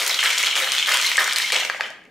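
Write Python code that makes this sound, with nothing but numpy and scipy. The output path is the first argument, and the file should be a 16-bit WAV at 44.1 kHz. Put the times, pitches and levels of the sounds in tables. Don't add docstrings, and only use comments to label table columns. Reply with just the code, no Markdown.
import sys
import numpy as np
from scipy import signal
from scipy.fft import rfft, irfft
from scipy.io import wavfile

SR = 44100
rng = np.random.default_rng(int(sys.argv[2]) if len(sys.argv) > 2 else 0)


def boost_factor(decibels):
    exponent = np.asarray(decibels, float) / 20
    return 10 ** exponent


def master_out(mix):
    frames = np.transpose(np.atleast_2d(mix))
    ceiling = np.clip(frames, -1, 1)
    pcm = np.round(ceiling * 32767).astype(np.int16)
    wavfile.write(sys.argv[1], SR, pcm)


N = 92742

# pitch_hz, level_db (per Hz)
HUM = [(25, -11), (60, -5.5), (90, -6.5), (200, 6.5), (500, 5), (2000, -19), (6000, -23), (15000, -33)]
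HUM_DB, HUM_SIDE_DB = -55.5, -11.5

# start_s, tin_db, glass_db, chips_db, slosh_db
STROKES = [(0.0, -23.5, -23.5, -27, -34), (0.063, -25.5, -29, -27.5, -35.5), (0.186, -22.5, -29, -35, -63),
           (0.229, -20, -22.5, -25.5, -42), (.38, -21.5, -31, -28.5, -67), (0.426, -22.5, -29, -36, -39.5),
           (0.555, -18, -19, -27.5, -41), (0.575, -22.5, -24.5, -26, -26.5), (0.719, -21.5, -29, -30, -68),
           (0.867, -20.5, -28, -26.5, -52), (0.882, -19.5, -22.5, -24.5, -36),
           (1.016, -21.5, -30, -25, -70), (1.185, -22.5, -21, -25.5, -37), (1.321, -60, -30, -55, -44),
           (1.358, -23.5, -30.5, -29.5, -69), (1.52, -22, -24.5, -34.5, -28), (1.638, -72, -45, -40, -38),
           (1.687, -39.5, -47, -49, -45), (1.792, -35.5, -40, -52.5, -37)]
RISE_S, SETTLED_S = 0.0086, 1.875
FLIGHT_S, FLIGHT_FADE_DB_S = 0.0054, 497
TIN_FADE_DB_S, GLASS_FADE_DB_S, CHIP_FADE_DB_S, SLOSH_FADE_DB_S = 26, 88, 50.5, 119.5

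# pitch_hz, level_db, t60_s
TIN = [(2160, -2.5, 0.033), (2340, -6.5, 0.025), (2690, -2.5, 0.0035), (3000, -1.5, 0.0063),
       (3224, -3, 0.013), (3345, -4, 0.0049), (3750, -6.5, 0.0073), (4190, -6.5, 0.015),
       (5390, -7.5, 0.0041), (6700, -6, 0.0014)]
# pitch_hz, level_db, t60_s
GLASS = [(1008, -4, 0.018), (1220, -4, 0.069), (1430, 3, 0.0073), (1685, 2, 0.016), (1816, -1.5, 0.015),
         (2020, 2.5, 0.027)]
# pitch_hz, level_db, t60_s
SLOSH = [(260, -26, .03), (364, -6, 0.026), (516, 1.5, 0.064), (561, 7.5, 0.045), (787, 10, 0.0062)]
TIN_PER_S, GLASS_PER_S, CHIPS_PER_S, SLOSH_PER_S = 1300, 900, 2200, 540
UNEVEN_DB, CHIP_UNEVEN_DB = 2.5, 1
PATCHY_DB, PATCHES_PER_S = 3.5, 40
CHIP_LOW_HZ, CHIP_HIGH_HZ = 4830, 13700
CHIP_CYCLES, CHIP_TILT_DB = 7.8, -4.5
TIN_ABOVE_HZ, SPRAY_ABOVE_HZ, SPRAY_FADE_DB_S = 1250, 8500, 72
STIR_S, STIR_DEPTH = 0.0058, 0.63

# start_s, level_db (peak), pitch_hz
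EARLY_KNOCKS = [(0.1, -4, 2160), (0.1114, -2, 3400), (0.1425, -3, 3720), (0.1895, 1.5, 3220),
                (0.2282, -1.5, 1850), (0.2381, -7, 1930), (0.2584, -10, 1650), (0.303, -1, 2310),
                (0.3284, -5, 2300), (0.378, 0, 3300), (0.4296, -5, 2150), (0.4496, -4, 3120),
                (0.4612, -2.5, 4170), (0.4695, 4.5, 3260), (0.5109, -0.5, 3200), (0.5549, -0.5, 2900),
                (0.6008, -2, 2330), (0.643, -7, 3800), (0.6744, -11, 3000), (0.7642, -2.5, 3080),
                (0.7819, 3, 3480), (0.8268, 1.5, 3100), (0.8598, -1, 3520), (0.9149, -12, 1560)]
# start_s, level_db (peak), pitch_hz
LATE_KNOCKS = [(0.9374, 0, 2840), (0.9424, -5, 2930), (1.0134, -18, 3230), (1.0635, -2, 4190),
               (1.0899, -6, 3070), (1.1164, -4, 1980), (1.1573, -6.5, 2130), (1.2764, -12, 1800),
               (1.3104, -8, 2300), (1.3603, 4, 4220), (1.4002, -4.5, 1870), (1.4194, -1, 4340),
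               (1.502, -6, 1910), (1.5209, -2.5, 2380), (1.5434, -12, 2930), (1.5644, -1.5, 2810),
               (1.6332, -13, 1670), (1.6494, -5, 2280), (1.7464, -11.5, 2200)]
# start_s, level_db (peak), pitch_hz
SMALL_KNOCKS = [(0.016, -17, 1790), (0.0187, -6, 2330), (0.0643, -13, 2100), (0.0956, 1.5, 5320),
                (0.1602, -19, 3270), (0.1955, -9.5, 2160), (0.2057, -7, 3060), (0.4002, -11, 2190),
                (0.4076, -16, 2400), (0.4356, -2.5, 2220), (0.5295, -5.5, 2330), (0.5621, -4, 2950),
                (0.5763, -5, 3240), (0.689, -5, 3100), (0.7216, -21, 2900), (0.7343, -4, 3120),
                (0.8335, -21, 3100), (0.8702, -4.5, 3210), (0.891, -7, 3170), (1.0231, -14, 3420),
                (1.0447, -14, 2040), (1.067, -10, 3070), (1.1207, -10.5, 2160), (1.3234, -19, 4360),
                (1.367, -15, 3330), (1.3845, -23, 2120), (1.424, -4, 4220), (1.477, -8, 3200),
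                (1.4868, -16, 3200), (1.5293, -12, 2250), (1.5317, -5, 4270), (1.5551, -5, 2210),
                (1.5611, -0.5, 3090), (1.6333, -8, 2830), (1.7042, -25, 1640), (1.712, -31, 1710),
                (1.763, -20, 2050), (1.812, -19.5, 1440), (1.8378, -19, 2020), (1.8877, -39, 1830),
                (1.954, -38, 1710), (1.9819, -45, 1720), (2.019, -38, 1970), (2.041, -41, 2150),
                (2.0539, -33, 2180), (2.0617, -37, 2280)]
KNOCK_CYCLES, KNOCK_DB, SMALL_KNOCK_DB = 22, 3.5, 2
SWELL_S, CRACK_DB = 0.0008, -25.5

# start_s, level_db (peak), pitch_hz
TICKS = [(0.0643, -6, 8100), (0.2556, -28, 5520), (0.382, -4.5, 6700), (0.4289, -9, 7200),
         (0.554, -14, 6540), (0.576, -12, 6640), (0.7196, -2.5, 6350), (0.8924, -16, 8400),
         (0.9207, -8, 6000), (0.9424, -7, 7100), (0.9717, -6.5, 6150), (1.0144, -7, 7300),
         (1.064, -10.5, 7000), (1.17, -7.5, 7500), (1.1977, -15, 5530), (1.2426, -10.5, 6600),
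         (1.276, -14.5, 5970), (1.3256, -9, 5760), (1.333, -12.5, 7900), (1.3842, -5.5, 6750),
         (1.502, -21.5, 6700), (1.5215, -7.5, 6450), (1.533, -18, 7560), (1.5459, -8, 5670),
         (1.65, -13, 6000), (1.8085, -12, 4100), (1.9035, -30.5, 7000)]
# start_s, level_db (peak), pitch_hz
SMALL_TICKS = [(0.0772, -12, 9900), (0.1447, -15, 5520), (0.1892, -25, 5710), (0.2061, -19, 6690),
               (0.3781, -17.5, 6340), (0.4616, -18, 6020), (0.7503, -13, 5960), (1.043, -21, 6340),
               (1.0689, -11.5, 6950), (1.1162, -10, 5360), (1.3609, -12.5, 6750), (1.3673, -26.5, 6930),
               (1.4863, -22, 6300), (1.5277, -18, 5520), (1.5636, -16, 6400), (1.6987, -26, 6200),
               (2.0392, -52, 6350), (2.0522, -52, 6450)]
TICK_T60_S, TICK_DB, SMALL_TICK_DB = 0.0091, 0.5, 4

# start_s, level_db (peak), pitch_hz, t60_s
CLINKS = [(0.1105, -6.5, 3980, 0.021), (0.1447, -18, 4180, 0.033), (0.4616, -10.5, 4190, 0.017),
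          (1.0447, -12, 2120, 0.064), (1.0637, -10.5, 4190, 0.023), (1.1835, -0.5, 1834, 0.034),
          (1.4413, -13, 2153, 0.051), (1.747, -17.5, 690, 0.0095), (1.798, -15.5, 844, 0.018),
          (1.81, -24, 685, 0.019), (1.837, -17.5, 3070, 0.027), (1.904, -31, 637, 0.04)]
CLINK_SWELL_S = 0.0012

# start_s, level_db (peak), t60_s
THUDS = [
    (.8852, -5, .008),
    (1.1797, -1.5, .06),
    (1.2102, -6, .006),
    (1.6987, -2, .009),
    (1.8085, -3.5, .009),
]
# pitch_hz, level_db, lasting_share (share of the ring that lasts, 0-1)
BASE = [(596, -15, 0.16), (1255, -9.5, 0.42), (1677, -4, 0.51), (1873, -11, 1), (2300, -15, 0.075),
        (4440, -17, 0.07)]
THUD_ABOVE_HZ, CONTACT_HZ = 1620, 7300

# pitch_hz, t60_s
KITCHEN_T60 = [(250, 0.22), (1000, 0.55), (3000, 0.52), (8000, 0.31), (15000, 0.41)]
# pitch_hz, likeness (0-1)
LIKENESS = [(250, 0.95), (1000, 0.89), (4000, 0.55), (12000, 0.051)]
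KITCHEN_DB, FIRST_ECHO_S, ECHO_TILT_DB = -5, 0.0024, 0.5
RADIATES_ABOVE_HZ, PAN_DB = 430, 0.35


def at_hz(points, hz):
    table = np.array(points)
    return np.interp(np.log(hz), np.log(table[:, 0]), table[:, 1])


def rms_one(x):
    return x / np.sqrt(np.mean(x ** 2) + 1e-20)


def filtered(x, order, hz, kind):
    return signal.sosfilt(signal.butter(order, hz, kind, fs=SR, output="sos"), x)


def above(x, hz):
    return signal.sosfiltfilt(signal.butter(2, hz, "high", fs=SR, output="sos"), x)


def ring(clicks, hz, t60):
    r = boost_factor(-60 / (max(t60, 1e-4) * SR))
    w = 2 * np.pi * min(hz, 19000) / SR
    return signal.lfilter([0, np.sin(w)], [1, -2 * r * np.cos(w), r * r], clicks + 1e-18)


def hum():
    colour = boost_factor(at_hz(HUM, np.maximum(np.fft.rfftfreq(N, 1 / SR), 1)))
    mid, side = rms_one(irfft(rfft(rng.standard_normal((2, N))) * colour, N))
    return boost_factor(HUM_DB) * (mid + boost_factor(HUM_SIDE_DB) * side * [[1], [-1]])


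def surge(column, fade_db_s):
    t, power = np.arange(N) / SR, 0
    next_starts = [row[0] for row in STROKES[1:]] + [SETTLED_S]
    for row, following in zip(STROKES, next_starts):
        start = row[0]
        db = row[column] - fade_db_s * np.maximum(t - start, 0)
        db = db - FLIGHT_FADE_DB_S * np.maximum(t - following + FLIGHT_S, 0)
        rise = np.clip((t - start) / RISE_S + (start == 0), 0, 1)
        power = power + rise ** 2 * boost_factor(2 * db)
    return np.sqrt(power)


def swarm(modes, per_s, uneven_db=UNEVEN_DB):
    sizes = boost_factor(uneven_db * np.minimum(rng.exponential(1, N), 4.0))
    hits = sizes * (rng.random(N) < per_s / SR)
    step = np.arange(N) / SR * PATCHES_PER_S
    total = 0
    for hz, db, t60 in modes:
        grip_db = PATCHY_DB * np.interp(step, np.arange(400), rng.standard_normal(400))
        blows = boost_factor(db + grip_db) * hits * rng.standard_normal(N) / np.sqrt(t60)
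        total = total + ring(blows, hz, t60)
    return rms_one(total)


def rattle():
    pitches = np.geomspace(CHIP_LOW_HZ, CHIP_HIGH_HZ, 12)
    chips = [(hz, CHIP_TILT_DB * np.log2(hz / CHIP_LOW_HZ), CHIP_CYCLES / hz) for hz in pitches]
    crunch = swarm(chips, CHIPS_PER_S, CHIP_UNEVEN_DB)
    spray = above(crunch, SPRAY_ABOVE_HZ)
    tin = above(swarm(TIN, TIN_PER_S), TIN_ABOVE_HZ)
    return (surge(column=1, fade_db_s=TIN_FADE_DB_S) * tin
            + surge(column=2, fade_db_s=GLASS_FADE_DB_S) * swarm(GLASS, GLASS_PER_S)
            + surge(column=3, fade_db_s=CHIP_FADE_DB_S) * (crunch - spray)
            + boost_factor(0.5) * surge(column=3, fade_db_s=CHIP_FADE_DB_S + SPRAY_FADE_DB_S) * spray
            + surge(column=4, fade_db_s=SLOSH_FADE_DB_S) * swarm(SLOSH, SLOSH_PER_S))


def stir():
    jolts = np.zeros(N)
    s, db, _ = np.transpose(list(EARLY_KNOCKS) + list(LATE_KNOCKS))
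    jolts[(s * SR).astype(int)] = boost_factor(db)
    settling = signal.lfilter([1], [1, -np.exp(-1 / (STIR_S * SR))], jolts)
    return rms_one(1 + STIR_DEPTH * settling)


def knocks():
    out, click = np.zeros(N + 2000), np.eye(1, 2000)[0]
    swell = 1 - np.exp(-np.arange(2000) / SR / SWELL_S)
    small = [(s, db + SMALL_KNOCK_DB, hz) for s, db, hz in SMALL_KNOCKS]
    for s, db, hz in list(EARLY_KNOCKS) + list(LATE_KNOCKS) + small:
        tone = boost_factor(-3.0) * ring(click, hz, KNOCK_CYCLES / hz)
        tone = tone + boost_factor(-8) * ring(click, 1.16 * hz, 18 / hz)
        tone = tone + boost_factor(-9) * ring(click, 0.5 * hz, 11.0 / hz)
        crack = boost_factor(CRACK_DB) * ring(click, 2.36 * hz, 8.5 / hz)
        i = int(s * SR)
        out[i:i + 2000] += boost_factor(db + KNOCK_DB) * (swell * tone + crack)
    return filtered(out[:N], 1, TIN_ABOVE_HZ, "high")


def ticks():
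    out, fade = np.zeros(N + 800), boost_factor(-60 * np.arange(800) / SR / TICK_T60_S)
    rows = list(TICKS) + [(s, db + SMALL_TICK_DB, hz) for s, db, hz in SMALL_TICKS]
    for (s, db, hz), noise in zip(rows, rng.standard_normal((len(rows), 800))):
        crunch = filtered(noise * fade, 2, [0.32 * hz, min(1.227 * hz, 19000)], "band")
        i = int(s * SR)
        out[i:i + 800] += boost_factor(db + TICK_DB) * crunch / np.abs(crunch).max()
    return out[:N]


def clinks():
    out, t = np.zeros(N + 4000), np.arange(4000) / SR
    swell = 1 - np.exp(-t / CLINK_SWELL_S)
    for s, db, hz, t60 in CLINKS:
        pair = np.sin(2 * np.pi * hz * t) + 0.22 * np.sin(2 * np.pi * 1.06 * hz * t)
        i = int(s * SR)
        out[i:i + 4000] += boost_factor(db - 60 * t / max(t60, 0.003)) * swell * pair
    return out[:N]


def thuds():
    out, click = np.zeros(N + 4000), np.eye(1, 4000)[0]
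    for s, db, t60 in THUDS:
        i = int(s * SR)
        for hz, mode_db, share in BASE:
            mode_t60 = 0.0092 + t60 * np.clip(share, 0, 1)
            out[i:i + 4000] += boost_factor(db + mode_db) * ring(click, hz, mode_t60)
    return filtered(out[:N], 1, [THUD_ABOVE_HZ, CONTACT_HZ], "band")


def kitchen(x):
    t, echo = np.arange(SR // 2) / SR, 0
    edges = 150 * 2 ** np.arange(0, 7.5)
    for low, high in zip(edges, edges[1:]):
        mid, side = filtered(rng.standard_normal((2, len(t))), 2, [low, high], "band")
        hz = np.sqrt(low * high)
        alike = np.clip(at_hz(LIKENESS, hz), 0, 1)
        decay = boost_factor(ECHO_TILT_DB * np.log2(hz / 2000) - 60 * t / at_hz(KITCHEN_T60, hz))
        echo = echo + decay * (np.sqrt(1 + alike) * mid + np.sqrt(1 - alike) * side * [[1], [-1]])
    echo = echo * np.clip(t / FIRST_ECHO_S - 1, 0, 1)
    echo = echo / np.sqrt(np.sum(echo ** 2) / 2)
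    return signal.fftconvolve(x[None], echo, axes=1)[:, :N]


def scene():
    ice = boost_factor(-1.0) * stir() * rattle() + knocks() + clinks() + ticks() + thuds()
    shaker = filtered(ice, 4, RADIATES_ABOVE_HZ, "high")
    pan = boost_factor(np.array([[PAN_DB], [-PAN_DB]]))
    return (shaker + boost_factor(KITCHEN_DB) * kitchen(shaker)) * pan + hum()


def band_limit(x):
    return signal.sosfilt(signal.butter(12, 17000, fs=SR, output="sos"), x)


def record(dry):
    ceiling, top_hz = 0.7, 16250
    squeeze = filtered(ceiling * np.tanh(dry / ceiling) - dry, 4, 400, "high")
    cut = signal.sosfilt(signal.cheby2(16, 60, top_hz, fs=SR, output="sos"), dry + squeeze)
    return band_limit(cut)


dry = scene()
out = record(dry)
master_out(out)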